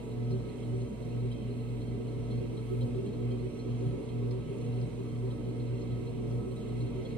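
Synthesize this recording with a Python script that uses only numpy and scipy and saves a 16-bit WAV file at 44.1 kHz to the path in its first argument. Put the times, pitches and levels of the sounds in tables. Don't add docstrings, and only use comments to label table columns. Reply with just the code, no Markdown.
import sys
import numpy as np
from scipy import signal
from scipy.fft import rfft, irfft, next_fast_len
from scipy.io import wavfile
from scipy.ndimage import uniform_filter1d

SR = 44100
rng = np.random.default_rng(int(sys.argv[2]) if len(sys.argv) > 2 else 0)


def waveform_to_disk(signal):
    frames = np.transpose(np.atleast_2d(signal))
    scaled = np.clip(frames, -1, 1) * 32767
    samples = np.round(scaled).astype(np.int16)
    wavfile.write(sys.argv[1], SR, samples)


N = 316505
M = next_fast_len(N)
T, F = np.arange(N) / SR, np.arange(M // 2 + 1) * SR / M
SPAN = 2 ** 14
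SLOW = SPAN * SR / M
HUM_HZ, TURN_HZ, BELT_HZ = 120.07, 2.002, 2.246
PORT_LAG_S, IN_STEP_HZ = 1.96e-4, 8700

# [f/Hz, width/Hz, left level/dB per Hz, right level/dB per Hz, left leads/rad]
FRAME = [(93.4, 13, -77.5, -65.5, 1.5), (155, 18, -65, -63.5, 1.5), (182, 12, -66, -65.5, 2.1),
         (211, 24, -68, -65.5, -0.5), (256.2, 30, -68.5, -70.5, -1), (301.5, 33, -69, -70.5, -0.4),
         (362, 17.5, -64, -60.5, 3.5), (381, 18.2, -71, -68, 1.5), (404, 16, -66.5, -70.5, 0.9),
         (445, 24, -79.5, -74.5, 0), (466.2, 12.3, -66.5, -66, 0), (480.4, 6, -72.5, -69, -0.5),
         (518, 20, -85.5, -72.5, -2), (537.4, 14, -87, -72.5, -1.5), (647, 31.5, -80.5, -82, 1.5),
         (746, 34, -85.5, -82.5, -1.5), (917, 47, -89, -87, 1.4), (959, 5.2, -86.5, -79.5, 1.9),
         (996, 60, -98.5, -83.5, 3.5), (1103, 24, -89, -86.5, 1.1), (1170, 24, -88, -90.5, -0.5),
         (1283, 6.8, -83.5, -80, 1.3), (1298, 25.3, -86.5, -88, 1.24)]
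# [f/Hz, width/Hz, left level/dB per Hz, right level/dB per Hz, left leads/rad]
SHELL = [(1560, 40, -99, -97, 1.1), (1920, 20, -96, -97, 1.8), (2040, 60, -95, -88, -2.8),
         (2150, 90, -97, -89, 0.9), (2280, 50, -98, -90, 1.3), (2525, 90, -98, -90, 1.3),
         (2640, 40, -98, -92, -2.9), (2740, 30, -96, -87, 0.5), (2986, 26, -93, -89, -1.9),
         (3120, 60, -95, -93, 2.2), (3165, 16, -93, -89, -0.2), (3330, 120, -102, -95, 1.6),
         (3770, 60, -101, -97, 1.7), (3930, 200, -100, -98, 1.3), (4165, 110, -100, -98, 0.2),
         (4265, 70, -101, -99, 1.1), (4392, 12, -104, -94, 1.2), (5040, 20, -108, -101, -2.3),
         (5750, 130, -102.5, -100.5, 2.7), (6730, 70, -101, -102, 2.9), (7300, 60, -108, -107, -1.9),
         (8380, 170, -104, -104, -0.1), (8900, 200, -108, -108, 0.0), (9370, 150, -108, -108, 0.3),
         (9840, 60, -104, -104, 1.2), (10780, 60, -109, -109, 2.6), (11070, 30, -107, -107, 3.1),
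         (12300, 60, -112, -112, -2.2), (13400, 80, -116, -116, 0.0), (14250, 60, -116, -116, -0.0)]


def undb(db):
    return 10 ** (np.asarray(db) / 20)


def noise(*shape):
    return (rng.standard_normal(shape) + 1j * rng.standard_normal(shape)) / np.sqrt(2)


def walk(rate, size=N, sr=SR):
    hold = int(sr / rate)
    steps = np.repeat(rng.standard_normal(size // hold + 1), hold)
    return 1.3 * uniform_filter1d(uniform_filter1d(steps, hold), hold)[:size]


def bump(s, width_s):
    return np.exp(-.5 * ((T - s) / width_s) ** 2)


def sway(rows):
    total = 0
    for per_turn, per_lap, depth, crest_s in rows:
        sway_hz = round(per_turn) * TURN_HZ + round(per_lap) * BELT_HZ
        total = total + depth * np.cos(2 * np.pi * sway_hz * (T - crest_s))
    return total


def throb(db, rows, flicker, rate, extra=0):
    amplitude = np.abs(1 + sway(rows) + extra + flicker * walk(rate))
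    return db + 20 * np.log10(amplitude + 0.019)


def ports(left_db, right_db, lead):
    left = undb(left_db) * np.exp(.5j * lead)
    right = undb(right_db) * np.exp(-.5j * lead)
    return np.array([left, right]).reshape(2, -1)


def tone(db, phase, left_db, right_db, lead):
    return np.sqrt(2) * np.real(ports(left_db, right_db, lead) * undb(db) * np.exp(1j * phase))


def mode(hz, width_hz, f):
    return (1j * f * width_hz / (hz ** 2 - f ** 2 + 1j * f * width_hz)) ** 2


def add(out, drive, hz, width_hz, gains):
    first = max(int(hz * M / SR) - SPAN // 2, 0)
    bins = slice(first, first + SPAN)
    spectrum = np.fft.fft(drive) * np.sqrt(M * SR / 2 / SPAN)
    out[:, bins] += gains * mode(hz, width_hz, F[bins]) * spectrum


def ringing(modes, flicker_db, rate, repeat, loose, surge_db):
    out = np.zeros((2, len(F)), complex)
    t = np.arange(SPAN) / SLOW
    surge = surge_db * np.cos(4 * np.pi * TURN_HZ * (t - .32)) + 0.76 * walk(3.05, size=SPAN, sr=SLOW)
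    for hz, width, left, right, lead in modes:
        each_turn = np.resize(noise(round(SLOW / TURN_HZ)), SPAN)
        shared = np.sqrt(repeat) * each_turn + np.sqrt(1 - repeat) * noise(SPAN)
        drive = np.sqrt(1 - loose) * shared + np.sqrt(loose) * noise(2, SPAN)
        level = undb(surge + flicker_db * walk(rate, size=SPAN, sr=SLOW))
        add(out, drive * level, hz, 1.51 * width, ports(left, right, lead))
    return out


def blows(events, modes, spread_hz, damp, gain_db, rough):
    t = np.arange(int(.2 * SLOW)) / SLOW
    grit = noise(len(events), len(t))
    out = np.zeros((2, len(F)), complex)
    for hz, width, left, right, lead in modes:
        if min(abs(hz - event[2]) for event in events) > 2 * spread_hz:
            continue
        drive = np.zeros(SPAN + len(t), complex)
        for (s, db, pitch, rise), grain in zip(events, grit):
            envelope = t / rise * np.exp(1 - t / rise)
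            push = envelope * (grain[0] / abs(grain[0]) + rough * grain)
            nearness = np.exp(-((hz - pitch) / spread_hz) ** 2)
            start = max(int(s * SLOW), 0)
            drive[start:start + len(t)] += undb(db + gain_db) * nearness * push
        half = (left - right) / 4
        centre = np.exp(2j * np.pi * min(hz / SLOW, .5) * np.arange(SPAN))
        add(out, drive[:SPAN] * centre, hz, damp * width, ports(half, -half, lead))
    return out


def speed_sway():
    # [times per turn, times per belt lap, depth/Hz, crest t/s]
    speed_rows = [(1, 0, 5.55, .415), (0, 1, 4.5, .336), (1, 1, .6, .084), (2, 1, .55, .106),
                  (0, 2, .4, .049)]
    return sway(speed_rows)


def lurches():
    # [crest t/s, surge/share of amplitude, drop/share of amplitude]
    lurch_rows = [(.11, .05, .35), (.42, .05, 0.12), (.55, .05, .2), (.83, .1, 0.46), (1.34, .05, .2),
                  (1.83, .05, 0.27), (2.39, 0.23, 0.44), (2.845, 1, 0.68), (2.97, .05, 0.52),
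                  (3.04, .05, 0.1), (3.47, 0.081, 0.42), (3.87, 0.99, .1), (3.97, .05, 0.23),
                  (4.4, 0.17, 0.22), (4.84, 0.1, 0.33), (5.33, 0.11, 0.32), (5.93, 0.41, .1),
                  (6.39, 0.12, 0.52), (6.85, .1, 0.59), (7.02, .1, 0.21)]
    return sum(surge * bump(s, .011) - drop * bump(s + .041, .015) for s, surge, drop in lurch_rows)


def motor_hum(slowing_hz):
    # [times per turn, times per belt lap, depth/share of amplitude, crest t/s]
    hum_sway = [(1, 0, .45, .287), (0, 1, .26, .245), (0, 2, .22, .127), (1, 2, .1, .052), (-1, 2, .1, .36),
                (0, 4, .08, .05), (2, 0, .06, .019), (0, 3, .06, .001), (4, 0, .05, .098),
                (-1, 3, .05, .058)]
    # [times per turn, times per belt lap, depth/rad, crest t/s]
    phase_sway = [(1, 0, .11, .382), (0, 1, .11, .379), (0, 2, .2, .168), (1, 2, .1, .097),
                  (0, 4, .07, .084), (-1, 1, .13, .382)]
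    # [times per turn, times per belt lap, depth/share of amplitude, crest t/s]
    octave_sway = [(1, 0, .17, .292), (0, 1, .2, .203), (0, 2, .07, .199), (-2, 2, .08, 1.407),
                   (-1, 1, .07, 3.314)]
    # [t/s, change/share of amplitude]
    octave_wavers = [(.08, 0.13), (.33, 0.5), (1.0, -0.3), (1.29, 0.33), (1.38, -0.24), (1.45, 0.034),
                     (1.96, 0.24), (2.65, -0.3), (2.83, 0.37), (3.0, -0.51), (3.3, .2), (3.55, .3),
                     (3.9, -0.012), (4.26, 0.2), (4.37, -0.71), (5.73, -0.53), (6.2, 0.46), (6.3, -.35)]
    # [multiple, left level/dB, right level/dB, left leads/rad, swell/dB per Hz of slowing]
    multiples = [(3, -64.5, -71, -1.7, 0.35), (4, -71, -65, 1.2, 0.82), (5, -69.5, -66.5, -1.8, 0),
                 (7, -74.5, -74, 1.8, 0.23), (8, -76.5, -74, 1.35, 0)]
    line = 2 * np.pi * HUM_HZ * T
    hum_db = throb(-38, hum_sway, 0.14, 16, extra=lurches())
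    out = tone(hum_db, line + sway(phase_sway) + 0.15 * walk(6), 0.93, 1.3, 0.93)
    wavers = sum(change * bump(s, 0.023) for s, change in octave_wavers)
    octave_db = throb(-45, octave_sway, .05, 18, extra=wavers)
    octave_phase = 2 * line + 2.4 + .2 * walk(7)
    out += tone(octave_db, octave_phase, -1.4, 2.1, 0.0086)
    for k, left, right, lead, swell in multiples:
        phase = k * (line + 0.018 * walk(5)) + rng.uniform(0, 2 * np.pi)
        out += tone(swell * slowing_hz + 4.2 * walk(8), phase, left, right, lead)
    return out


def whine(speed_hz):
    # [multiple, left level/dB, right level/dB, left leads/rad]
    whine_orders = [(1, 1, 1, 0.067), (2, -24, -27, 2.7), (3, -32, -32, 1)]
    hz = 444.2 + speed_hz
    db = -52.5 - 0.36 * speed_hz + 1.5 * walk(13)
    phase = 2 * np.pi * np.cumsum(hz + 1.2 * walk(25)) / SR
    lead_shift = 0.067 * (hz - hz.mean())
    return sum(tone(db, k * phase, left, right, lead + lead_shift) for k, left, right, lead in whine_orders)


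def drive_tone():
    # [times per turn, times per belt lap, depth/share of amplitude, crest t/s]
    drive_sway = [(1, 0, .3, .373), (2, 0, .21, .194), (3, 0, .1, .103), (4, 0, .08, .002),
                  (0, 1, .07, .005), (1, 1, .12, .126), (-1, 1, .15, 2.318)]
    wobble = 0.85 * np.cos(2 * np.pi * TURN_HZ * (T - .08))
    phase = 2 * np.pi * 28 * TURN_HZ * T + wobble
    return tone(throb(-51.5, drive_sway, 0.082, 5.1), phase, .1, .1, 0.27)


def thin_lines():
    # [times per turn, times per belt lap, depth/share of amplitude, crest t/s]
    faint_sway = [(1, 0, .22, .38), (0, 1, .18, .386)]
    # [times per turn, times per belt lap, depth/share of amplitude, crest t/s]
    sixth_sway = [(1, 0, .45, .273), (0, 1, .45, .19), (1, 2, .12, .012), (-1, 2, .15, .328),
                  (2, 1, .17, .015)]
    faint_phase = 2 * np.pi * 573.1 * T + 0.94 * walk(4.6)
    faint = tone(throb(-64.5, faint_sway, 0.34, 12), faint_phase, -1.6, 4.6, -.1)
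    sixth_phase = 2 * np.pi * 6 * HUM_HZ * T + 0.33 * walk(6.6)
    return faint + tone(throb(-70, sixth_sway, 0.33, 12), sixth_phase, -4.5, 6.6, -1.3)


def frame_and_shell():
    frame = ringing(FRAME, flicker_db=2.0, rate=14, repeat=0.15, loose=0.13, surge_db=0.13)
    shell_low = ringing(SHELL[:18], flicker_db=1.2, rate=11, repeat=0.041, loose=0.57, surge_db=0.07)
    shell_high = ringing(SHELL[18:], flicker_db=2.5, rate=7, repeat=0.027, loose=0.22, surge_db=1.0)
    return frame + undb(0.5) * (shell_low + shell_high)


def frame_knocks():
    # [t/s, level/dB before the blow's gain, f/Hz that rings most]
    knock_rows = [(0.29, -35.5, 156), (0.312, -32, 379), (0.446, -42, 376), (0.672, -42, 300),
                  (0.723, -34, 385), (0.804, -36, 381), (0.891, -37, 212), (1.214, -35.5, 382),
                  (1.341, -42, 300), (1.4, -38.5, 211), (1.47, -38, 397), (1.508, -35, 270),
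                  (1.693, -40.5, 381), (1.763, -39.5, 293), (1.872, -38, 372), (1.974, -40, 390),
                  (2.122, -46, 396), (2.196, -44, 313), (2.283, -35.5, 212), (2.293, -46.4, 510),
                  (2.3, -42, 403), (2.405, -41, 215), (2.697, -30, 368), (2.789, -40, 523),
                  (2.802, -40.5, 377), (2.871, -41, 377), (2.946, -33, 378), (3.037, -37, 398),
                  (3.058, -40, 205), (3.198, -33.5, 371), (3.293, -42, 514), (3.304, -36, 381),
                  (3.42, -31.5, 371.5), (3.538, -40, 390), (3.634, -35, 365), (3.651, -41, 305),
                  (3.791, -44, 512), (3.805, -40.5, 303), (3.812, -33.5, 382), (3.85, -32, 155),
                  (3.903, -36.5, 380), (3.94, -40, 158), (3.989, -37.5, 387), (4.202, -35.5, 408),
                  (4.278, -47, 303), (4.313, -32.5, 378), (4.37, -40, 156), (4.478, -34.5, 391),
                  (4.733, -34.5, 387), (4.811, -38, 390), (4.82, -36, 155), (4.98, -35, 383),
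                  (4.986, -40, 291), (5.22, -34, 385), (5.338, -47, 305), (5.447, -36.5, 373),
                  (5.476, -37, 286), (5.7, -52, 514), (5.703, -35.5, 385), (5.785, -37, 369),
                  (5.801, -40, 302), (5.871, -43.5, 222), (5.947, -39, 376), (5.978, -43.5, 303),
                  (6.111, -44.5, 372), (6.183, -39, 370), (6.193, -42.5, 218), (6.31, -40, 381),
                  (6.39, -42, 210), (6.451, -34.5, 372), (6.566, -42.5, 378), (6.58, -42, 211),
                  (6.807, -42, 300), (6.807, -37.5, 379), (6.945, -34, 381), (7.032, -47, 524),
                  (7.115, -39.5, 466)]
    knocks = [(s - 0.0055, db, hz, 0.021) for s, db, hz in knock_rows]
    return blows(knocks, FRAME, spread_hz=18.2, damp=3.5, gain_db=-38.0, rough=0.31)


def all_ticks():
    # [t/s, level/dB before the blow's gain, f/Hz that rings most, lower ring level/dB before gain]
    clear = [(0.124, -57.5, 3970, -67), (0.324, -50, 4150, -69), (0.396, -59, 4130, -63),
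             (0.497, -56, 4150, -67), (0.636, -60.5, 4010, -58), (0.812, -55.5, 4170, -60.5),
             (1.029, -57, 4170, -66), (1.101, -57, 4100, -63), (1.207, -58, 4080, -69),
             (1.328, -51, 3940, -63), (1.388, -63.5, 4000, -63), (1.514, -60, 4170, -66),
             (1.61, -57.5, 4120, -69), (1.818, -54.7, 4100, -60), (1.885, -61, 4200, -65),
             (1.952, -61.5, 4130, -67), (2.085, -57, 4100, -65), (2.319, -53, 4170, -56.5),
             (2.379, -57.5, 4120, -65), (2.579, -51, 4020, -59), (2.626, -62.5, 4100, -81),
             (2.697, -59.5, 4200, -65.5), (2.819, -48, 4020, -57), (3.071, -55, 4100, -56.5),
             (3.136, -59, 4200, -65), (3.317, -53, 4150, -57), (3.402, -60, 4220, -66),
             (3.6, -49, 4200, -69), (3.708, -58.5, 4210, -71), (3.872, -60.5, 4050, -57),
             (4.099, -53.5, 4070, -57), (4.321, -59, 4100, -71), (4.507, -61, 4170, -64),
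             (4.616, -58.5, 4190, -72), (4.664, -58, 4120, -67), (4.772, -59, 4150, -65),
             (4.83, -59.5, 4150, -60), (5.096, -59, 4190, -58), (5.316, -53, 3950, -61),
             (5.498, -59.9, 4170, -61), (5.605, -55, 4160, -67), (5.815, -55.5, 4200, -62),
             (5.924, -58, 4120, -66), (6.077, -53, 4100, -66), (6.31, -61.5, 4210, -63.5),
             (6.515, -62.5, 4130, -69), (6.573, -55.5, 3900, -64.5), (6.624, -61.5, 4140, -60),
             (6.704, -57.5, 3800, -70), (6.814, -49, 4090, -69), (6.874, -53.5, 4100, -59),
             (6.967, -57.5, 4050, -68), (7.06, -53, 4160, -58), (7.113, -54.5, 4040, -63)]
    s, strength, pitch, low = rng.random((30, 4)).T
    db = -63.5 + 7 * (strength - .5)
    small = np.transpose([s * (T[-1] - .05), db, 4100 + 600 * (pitch - .5), db - 12 + 8 * low])
    return np.vstack([clear, small])


def drive_ticks():
    ticks = all_ticks() - [.014, 0, 0, 0]
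    rise_s = .0055
    main = [(s, db, hz, rise_s) for s, db, hz, _ in ticks]
    lower = [(s, low_db, 3250, rise_s) for s, _, _, low_db in ticks]
    mean_db = ticks[:, 1].mean()
    sparkle = [(s, -71 + 0.52 * (db - mean_db), 8000, .005) for s, db, _, _ in ticks]
    return (blows(main, SHELL, spread_hz=263, damp=0.68, gain_db=-41.5, rough=1.05)
            + blows(lower, SHELL, spread_hz=190, damp=4.1, gain_db=-42.0, rough=2.4)
            + blows(sparkle, SHELL, spread_hz=4300, damp=14.0, gain_db=-52.5, rough=2.86))


def shell_cracks():
    # [t/s where the push crests, level/dB before the blow's gain]
    crack_rows = [(0.309, -68.5), (0.817, -74.5), (1.326, -72), (1.813, -74.5), (2.324, -83), (2.827, -69),
                  (3.321, -73), (3.805, -78), (4.31, -69), (4.816, -71), (5.318, -78), (5.823, -73),
                  (6.31, -73.5), (6.813, -76)]
    rise_s = 0.0046
    cracks = [(s - rise_s, db, 4900, rise_s) for s, db in crack_rows]
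    return blows(cracks, SHELL, spread_hz=1000, damp=15, gain_db=-35.0, rough=2.8)


def shell_squeaks():
    # [start t/s, level/dB before the blow's gain, f/Hz, rise/s]
    squeak_rows = [(1.085, -64, 3165, 0.0052), (1.309, -49, 3140, 0.004), (1.334, -60, 3165, 0.014),
                   (1.376, -59, 3150, 0.0069), (1.408, -60.5, 3165, 0.0083), (1.441, -62, 3140, 0.004),
                   (3.308, -58, 3165, 0.008), (3.34, -68, 3150, 0.016), (3.86, -67, 3165, 0.013),
                   (5.1, -71, 3165, 0.028), (7.05, -56.5, 3330, 0.0068)]
    return blows(squeak_rows, SHELL, spread_hz=38, damp=4.7, gain_db=-37.0, rough=.4)


def clay_hiss():
    start_s, rise_s, hold_s = 2.6, .06, 0.2
    shape = np.interp(T - start_s, np.cumsum([0, rise_s, hold_s, rise_s]), [0, 1, 1, 0])
    hiss = rng.standard_normal(N) * undb(-74) * shape ** 2
    lead = 2 * np.pi * PORT_LAG_S * (F - IN_STEP_HZ)
    return rfft(hiss, M) * mode(9700, 7000, F) * ports(8, 7.3, lead)


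def flickering_noise(flicker_db, rate):
    return rfft(rng.standard_normal(N) * undb(flicker_db * walk(rate)), M) * np.sqrt(SR / 2)


def whirr():
    # [f/Hz, left level/dB per Hz, right level/dB per Hz, likeness of left and right/0-1]
    whirr_curve = [(40, -83, -86, 0.6), (71.6, -71.5, -82, 0.7), (133, -69.5, -71.5, 0.98),
                   (342, -79, -73, 0.92), (588, -91.5, -79, 0.2), (875, -92, -101.5, 0.9),
                   (1550, -99, -100, 0), (2320, -102, -99, 0), (3330, -105, -102, 0.8),
                   (5300, -110, -109, 0), (7800, -109, -109, 0.9), (10400, -110, -110, 0.1),
                   (10640, -115, -115, 1), (14900, -120, -120, 1)]
    hz, *curves = np.transpose(whirr_curve)
    left, right, like = (np.interp(np.log(F + 1), np.log(hz), curve) for curve in curves)
    lead = 2 * np.pi * PORT_LAG_S * (F - IN_STEP_HZ) * (F > 3000)
    band = np.digitize(F, [300, 1500, 5000])
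    common = sum(flickering_noise(1.0, 6.5) * (band == k) for k in range(4))
    separate = [flickering_noise(1.0, 7.7), flickering_noise(0.93, 7.8)]
    low_cut = F ** 2 / (F ** 2 + 35 ** 2)
    alike = np.sqrt(like) * ports(left, right, lead) * common
    return low_cut * (alike + np.sqrt(1 - like) * undb([left, right]) * separate)


def scene():
    speed_hz = speed_sway()
    tones = motor_hum(-speed_hz) + whine(speed_hz) + drive_tone() + thin_lines()
    blow_sounds = frame_knocks() + drive_ticks() + shell_cracks() + shell_squeaks()
    noisy = frame_and_shell() + blow_sounds + clay_hiss() + whirr()
    return tones + irfft(noisy, M)[:, :N]


def record(dry):
    fade = np.clip((T[-1] - T) / .003, 0, 1)
    top_cut = signal.ellip(10, .2, 60, 15150, fs=SR, output="sos")
    return fade * signal.sosfilt(top_cut, dry)


dry = scene()
out = record(dry)
waveform_to_disk(out)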